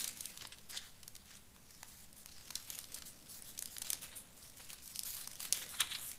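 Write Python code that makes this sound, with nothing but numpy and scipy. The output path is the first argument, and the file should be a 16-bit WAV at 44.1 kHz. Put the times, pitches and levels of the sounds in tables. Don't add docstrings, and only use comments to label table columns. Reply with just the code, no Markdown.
import sys
import numpy as np
from scipy import signal
from scipy.fft import rfft, irfft, next_fast_len
from scipy.io import wavfile
from scipy.ndimage import uniform_filter1d, map_coordinates

SR = 44100
rng = np.random.default_rng(int(sys.argv[2]) if len(sys.argv) > 2 else 0)


def file_out(sig):
    cols = np.atleast_2d(sig).T
    lim = np.clip(cols, -1, 1)
    pcm = np.round(lim * 32767).astype(np.int16)
    wavfile.write(sys.argv[1], SR, pcm)


N = 272626


def rustle():
    # (frequency [Hz], level [dB])
    slide_tone = [(300, -27.5), (1200, -17), (2500, -15), (4500, -6), (7000, -1.5), (9000, -2), (11000, -2),
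                  (13500, -5.5), (15500, -10)]
    bend_tone = [(100, -15.5), (250, -15.5), (450, -10), (800, -7.5), (1200, -5.5), (1800, -1),
                 (2600, -0.5), (3700, -0.5), (4700, 1), (7000, -5.5), (15000, -30.5)]
    # (frequency [Hz], gain [dB])
    hollow_tone = [(1000, 5), (2800, 1.5), (3900, 4.5), (4600, -5.5), (5500, -7), (7000, -1.5), (9200, 2.5),
                   (12000, 0), (15000, -8)]
    now = np.arange(N) / SR
    bend_db, slide_db = handling(now)
    drag_db = 0.75 * wobble(55)
    hiss = friction(slide_tone, slips_per_s=6000, spread_db=4.5, smooth=1.04, patchy_db=2.5)
    speed = np.clip((slide_db + 60) / 12 + 0.05 * (slide_db - bend_db - 8), 0, 1.3)
    bright_hiss = unit(coloured(hiss, lambda hz: along([(8000, 0.5), (15000, 6.1)], hz)))
    slide = amp(slide_db + drag_db + 1.72) * ((1 - speed) * hiss + speed * bright_hiss)
    bend_gain = amp(bend_db + drag_db + 1.7 * wobble(70) + 0.5)
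    bend = bend_gain * friction(bend_tone, slips_per_s=1200, spread_db=3, smooth=1.42, patchy_db=3)
    bending = np.clip((bend_db - slide_db + 18.5) / 17, 0.2, 1)
    sheets = (slide + bend) * crinkle(share=0.48 * bending)
    pocket = air_pocket(now)
    hollow = coloured(sheets, lambda hz: along(hollow_tone, hz))
    return (1 - pocket) * sheets + pocket * hollow


def handling(now, rise_s=0.012, rest_s=0.023, sag_db_per_s=4):
    # (start [s], length [s], bending level [dB], sliding level [dB])
    strokes = [(-0.01, 0.038, -54.5, -49.5), (0.04, 0.037, -53.5, -58), (0.151, .15, -58, -53.5),
               (0.4, 0.05, -54, -69), (0.688, 0.014, -52, -48.5), (0.716, 0.066, -50, -65),
               (0.808, 0.068, -58.5, -61), (1.247, 0.13, -62.5, -65.5), (1.68, 0.19, -67.5, -67),
               (1.862, 0.18, -71, -60), (2.154, 0.059, -74, -59.5), (2.28, .3, -63, -66.5),
               (2.677, 0.12, -57.5, -56), (2.913, 0.065, -55.5, -58), (3.049, 0.032, -61.5, -51.5),
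               (3.282, 0.1, -70, -52.5), (3.44, 0.066, -65, -54), (3.6, 0.058, -70, -62),
               (3.702, 0.052, -68, -53.5), (3.843, 0.096, -54.5, -53.5), (4.009, 0.033, -53.5, -48),
               (4.106, 0.031, -55.5, -72), (4.151, 0.026, -66, -46), (4.363, .11, -69, -61),
               (4.559, 0.091, -68, -59), (4.68, 0.063, -62.5, -57.5), (4.818, 0.097, -73, -56),
               (4.944, 0.029, -66, -52), (5.043, 0.069, -55.5, -45), (5.131, 0.086, -53.5, -47),
               (5.293, 0.01, -58, -57), (5.392, 0.068, -55.5, -49), (5.543, 0.086, -54, -48.5),
               (5.678, 0.1, -65, -51.5), (5.804, 0.034, -51.5, -52), (5.891, 0.11, -62, -52),
               (6.005, 0.09, -75, -47)]
    # (time [s], hiss level [dB])
    resting_fingers = [(0, -55.5), (0.62, -70), (2.12, -76.5), (2.65, -58), (3.2, -66.5), (3.95, -62.5),
                       (4.3, -67.5), (5.0, -64), (5.7, -58), (6.18, -64)]
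    touch = amp(np.interp(now, *np.transpose(resting_fingers)))
    bend_power, slide_power = (amp(-2.5) * touch) ** 2, touch ** 2
    for start, length, bend_db, slide_db in strokes:
        t = now - start
        rise = np.clip(t / rise_s, 0, 1)
        hold = amp(-sag_db_per_s * np.clip(t, 0, length))
        stroke = rise * hold * np.exp(-np.maximum(t - length, 0) / rest_s)
        bend_power += (amp(bend_db) * stroke) ** 2
        slide_power += (amp(slide_db) * stroke) ** 2
    return 10 * np.log10(bend_power), 10 * np.log10(slide_power)


def friction(tone, slips_per_s, spread_db, smooth, patchy_db):
    slips = (rng.random(N) < slips_per_s / SR) * rng.choice([-1, 1], N)
    slips = slips * amp(spread_db * np.clip(rng.standard_normal(N), -2, 2))
    spectrum = signal.stft(unit(slips) + smooth * rng.standard_normal(N), nperseg=256)[2]
    patches = uniform_filter1d(rng.standard_normal(spectrum.shape), size=5, axis=0)
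    patches = uniform_filter1d(patches, size=18, axis=1)
    shifting = signal.istft(spectrum * amp(patchy_db * unit(patches)), nperseg=256)[1][:N]
    return unit(coloured(shifting, lambda hz: along(tone, hz)))


def crinkle(share, creases_per_s=110, spread_db=3, fade_s=0.0013):
    gives_way = rng.random(N) < creases_per_s / SR
    power = amp(spread_db * np.minimum(rng.standard_exponential(N), 3)) ** 2
    surges = signal.lfilter([1], [1, -np.exp(-1 / (fade_s * SR))], gives_way * power)
    return np.sqrt(1 - share + share * surges / surges.mean())


def air_pocket(now, lift_s=0.099, sink_s=0.082):
    # (start [s], length [s])
    pockets = [(4.14, 0.099), (5.795, 0.26)]
    shares = [np.exp(np.minimum(now - start, 0) / lift_s - np.maximum(now - start - length, 0) / sink_s)
              for start, length in pockets]
    return np.max(shares, axis=0)


def snaps():
    # (time [s], level [dB], length [s], low body [dB], crisp top [dB])
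    buckles = [(0.043, -30.5, .0022, -21, -1.5), (0.0775, -34.5, 0.0034, -17, 1),
               (0.2074, -35, .0025, -11, 10), (0.2562, -34, 0.002, -20, 6), (0.3744, -40.5, 0.0019, -6, 2),
               (0.422, -44.5, .0028, 0, -2), (0.452, -39, 0.0015, 4, -22), (0.471, -48, 0.0038, 4, 23),
               (0.5846, -51.5, .002, -15, -7), (1.031, -48.5, 0.004, -6, -3.5),
               (1.0793, -39.5, 0.0017, -9, 5.5), (1.153, -45, 0.0022, -12, -3),
               (1.1637, -47.5, 0.0034, -9, 0), (1.563, -56, .0028, 10, -3), (1.8305, -40, 0.0019, 9, 0.5),
               (2.129, -46, .0009, -17, 10), (2.26, -39, 0.00085, -3, 5), (2.5053, -40, 0.0037, -3, -1.5),
               (2.5546, -31.5, 0.0031, -31, -8.5), (2.7025, -30, 0.00062, -16, 2),
               (2.7887, -30.5, 0.00067, -5, 5.5), (2.842, -44.5, 0.0023, -21, -10),
               (2.944, -39.5, 0.0052, -32, 5), (2.986, -44, .0011, -20, 4), (3.0218, -44, 0.0032, -6, -9),
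               (3.423, -35.5, .0004, -11, 20), (3.5776, -42.5, 0.0031, -20, -6),
               (3.591, -30.5, 0.0011, -17, 1.5), (3.624, -33.5, 0.0022, -0.5, 11),
               (3.6579, -31.5, 0.00067, -22, 3), (3.7666, -39, 0.0017, -7, -10),
               (3.7833, -34, 0.0012, -12, 7), (3.8185, -35.5, 0.0044, -7, 2), (3.9031, -25, 0.0015, -8, 7),
               (3.9313, -26.5, 0.0016, -12, 1.5), (4.731, -42, 0.0026, 0.5, 6),
               (4.8765, -42.5, 0.0019, -22, 7), (4.959, -33, 0.00073, -18, -2),
               (4.9928, -22, 0.00034, -20, 4), (5.034, -36, 0.0022, -16, 3), (5.2744, -36, 0.0021, -4, 6),
               (5.3556, -39.5, .0007, -8, 7), (5.404, -37.5, 0.0025, -4.5, 1),
               (5.5255, -14.5, 0.00052, -18.5, 3), (5.53, -30, 0.0022, -19, -5),
               (5.8051, -26.5, 0.0043, -3.5, 11.5), (6.1155, -39, 0.0022, -5, 6)]
    # (frequency [Hz], level [dB])
    crease_tone = [(150, -17), (500, -5.5), (1000, -10), (2000, -7.5), (3500, -2), (6000, 1), (7700, -2),
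                   (9400, 1), (11000, -2), (13500, -5.5), (16000, -15.5)]
    track, t = np.zeros(N), np.arange(-SR // 30, SR // 20) / SR
    after, before = np.maximum(t, 0), np.minimum(t, 0)
    for time, db, length, low_db, top_db in buckles:
        burst = np.exp(before / (0.065 * length) - (after / (1.37 * length)) ** 2)
        shiver = amp(-9.5) * np.sqrt(length / 0.0015) * np.exp(before / 0.00077 - after / 0.0025)
        cracks = rng.standard_normal(len(t)) * amp(2.2 * rng.standard_normal(len(t)))
        cracks *= np.hypot(np.hypot(burst, shiver), nearby_creases(t))
        own_tone = [(450, -9), (950, low_db + 8.5), (2000, 0.55 * low_db + 5),
                    (4200, 0.5), (9500, top_db), (15500, 0.81 * top_db)]
        tone = lambda hz: along(crease_tone, hz) + along(own_tone, hz) + sheet_ripple(hz, depth_db=0.5)
        snap = coloured(cracks, tone)
        add(track, time + t[0], amp(db) * np.sqrt(length * SR) * snap / np.linalg.norm(snap))
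    return track


def nearby_creases(t, count=5, spread_s=0.012, fade_s=0.00052):
    age = t - spread_s * rng.uniform(-0.3, 2, (count, 1))
    sizes = amp(-18 + 2.3 * rng.uniform(-1.1, 1, (count, 1)))
    return np.sum(sizes * (age > 0) * np.exp(-np.abs(age) / fade_s), axis=0)


def flaps():
    # (time [s], level [dB], rise [s], fall [s], brightness [dB per octave])
    landings = [(0.020, -40, 0.0068, 0.0044, 13), (0.523, -47.5, 0.0018, 0.013, -1.5),
                (0.776, -38.5, 0.011, 0.0052, 6), (1.372, -54, 0.0084, 0.0046, 6),
                (2.95, -45, 0.0031, 0.0055, 11), (4.604, -54, 0.0082, .010, -17),
                (5.548, -42, 0.0034, 0.016, -3), (5.619, -46, 0.0036, 0.0094, -9.5),
                (5.745, -47.5, .012, 0.011, -8.5), (5.808, -29, 0.0073, 0.0058, -4.5),
                (5.817, -29, 0.0023, 0.0043, -6), (5.921, -39, 0.0095, 0.013, -3),
                (5.952, -36, 0.0041, 0.0087, -5)]
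    # (frequency [Hz], level [dB])
    leaf_tone = [(100, -28), (350, -40), (800, -17.5), (1450, -6), (2200, -3), (3000, 1.5), (3950, 6),
                 (4600, -3.5), (7500, -7), (9200, -7.5), (12000, -22), (15500, -29)]
    track, t = np.zeros(N), np.arange(-SR // 10, SR // 10) / SR
    for time, db, rise, fall, brightness in landings:
        tone = lambda hz: (along(leaf_tone, hz) + brightness * np.log2(hz / 3000 + 0.22)
                           + sheet_ripple(hz, depth_db=4))
        swell = np.exp(-np.abs(t) / np.where(t < 0, rise, fall))
        add(track, time + t[0], amp(db) * swell * noise(len(t), tone))
    return track


def sheet_ripple(hz, depth_db, count=22):
    return depth_db * np.interp(np.sqrt(hz / hz[-1]), np.linspace(0, 1, count), rng.standard_normal(count))


def rubs():
    # (time [s], relative level [dB], half length [s], pitch [Hz])
    drags = [(0.015, -48, .020, 4000), (0.743, -61, 0.025, 6880), (1.728, -67, 0.058, 5600),
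             (2.355, -65, 0.033, 5430), (3.092, -58, 0.024, 8850), (3.485, -63.5, 0.032, 3900),
             (3.873, -51.5, 0.015, 4000), (4.180, -57, 0.02, 10000), (4.428, -54, 0.0043, 4950),
             (4.959, -49.5, 0.011, 5300), (5.108, -55, 0.034, 4600), (5.428, -55, 0.025, 4640)]
    track, t = np.zeros(N), np.arange(-SR // 5, SR // 5) / SR
    for time, db, half_length, pitch in drags:
        resonance = lambda hz: -20 * np.log10(1 + ((hz - pitch) / (0.13 * pitch)) ** 2)
        swell = np.exp(-0.5 * (t / half_length) ** 2)
        add(track, time + t[0], amp(db - 1.3) * swell * noise(len(t), resonance))
    return track


def puffs(rise_s=0.0051, fall_s=0.022):
    # (time [s], level [dB])
    thumps = [(0.025, -58.5), (0.426, -55.5), (3.93, -59), (4.04, -64), (5.807, -59)]
    # (frequency [Hz], level [dB])
    air_tone = [(50, -4), (130, -1), (300, -1), (600, -13), (1200, -16), (4000, -50)]
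    track, t = np.zeros(N), np.arange(-SR // 20, SR // 5) / SR
    swell = np.exp(-np.abs(t) / np.where(t < 0, rise_s, fall_s))
    for time, db in thumps:
        add(track, time + t[0], amp(db) * swell * noise(len(t), lambda hz: along(air_tone, hz)))
    return track


def sleeves():
    # (time [s], level [dB])
    brushing = [(0, -66.5), (0.5, -72), (1.0, -83), (2.3, -81), (2.8, -68.5), (3.3, -68.5), (3.95, -69),
                (4.4, -70.5), (5.0, -77), (5.6, -64), (6.18, -77)]
    # (frequency [Hz], level [dB])
    cloth_tone = [(60, -11), (170, 1), (280, -0.5), (380, -10.5), (520, -3), (900, -12.5), (2000, -28.5)]
    level_db = np.interp(np.arange(N) / SR, *np.transpose(brushing))
    return amp(level_db) * noise(N, lambda hz: along(cloth_tone, hz))


def hall_echo(sound, build_s=0.011):
    # (frequency [Hz], time to fade by 60 dB [s])
    fade_times = [(200, 0.41), (2000, 0.65), (12000, 0.22)]
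    hz, t, spectrum = signal.stft(rng.standard_normal(SR // 2), SR, nperseg=256)
    fade = amp(-60 * t / along(fade_times, hz)[:, None])
    tail = signal.istft(spectrum * fade, SR, nperseg=256)[1]
    tail *= np.minimum(np.arange(len(tail)) / SR / build_s, 1)
    return signal.fftconvolve(sound, tail / np.linalg.norm(tail))[:N]


def ventilation():
    # (frequency [Hz], level [dB])
    hall_tone = [(6, 17.5), (22, 1.5), (45, -3.5), (72, 3), (95, -3), (120, -0.5), (150, -4), (200, -2.5),
                 (330, -13), (600, -14.5), (1200, -17), (5000, -21), (10000, -19.5), (15500, -22.5)]
    return amp(-59.5) * noise(N, lambda hz: along(hall_tone, hz))


def amp(db):
    return 10 ** (np.asarray(db) / 20)


def unit(x):
    return x / np.sqrt(np.mean(x ** 2) + 1e-20)


def along(points, hz):
    frequencies, values = np.transpose(points)
    return np.interp(np.log(hz + 1), np.log(frequencies + 1), values)


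def wobble(rate):
    return map_coordinates(rng.standard_normal(int(N * rate / SR) + 4), [np.arange(N) * rate / SR])


def coloured(x, gain_db):
    size = 2 * next_fast_len(len(x) // 2 + 1024)
    cepstrum = irfft(np.log(amp(gain_db(np.fft.rfftfreq(size, 1 / SR))) + 1e-6))
    cepstrum[1:size // 2] *= 2
    cepstrum[size // 2 + 1:] = 0
    return irfft(rfft(x, size) * np.exp(rfft(cepstrum)), size)[:len(x)]


def noise(samples, gain_db):
    return unit(coloured(rng.standard_normal(samples), gain_db))


def add(track, start_s, sound):
    start = round(start_s * SR)
    sound = sound[max(-start, 0):N - start]
    track[max(start, 0):][:len(sound)] += sound


def scene():
    paper = rustle() + rubs() + snaps() + flaps() + puffs()
    return (paper + amp(-14.5) * hall_echo(paper) + sleeves() + ventilation())[None]


def record(dry):
    top_hz = 15600
    size = next_fast_len(N + SR // 2)
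    return irfft(rfft(dry, size) * (np.fft.rfftfreq(size, 1 / SR) < top_hz), size)[:, :N]


dry = scene()
out = record(dry)
file_out(out)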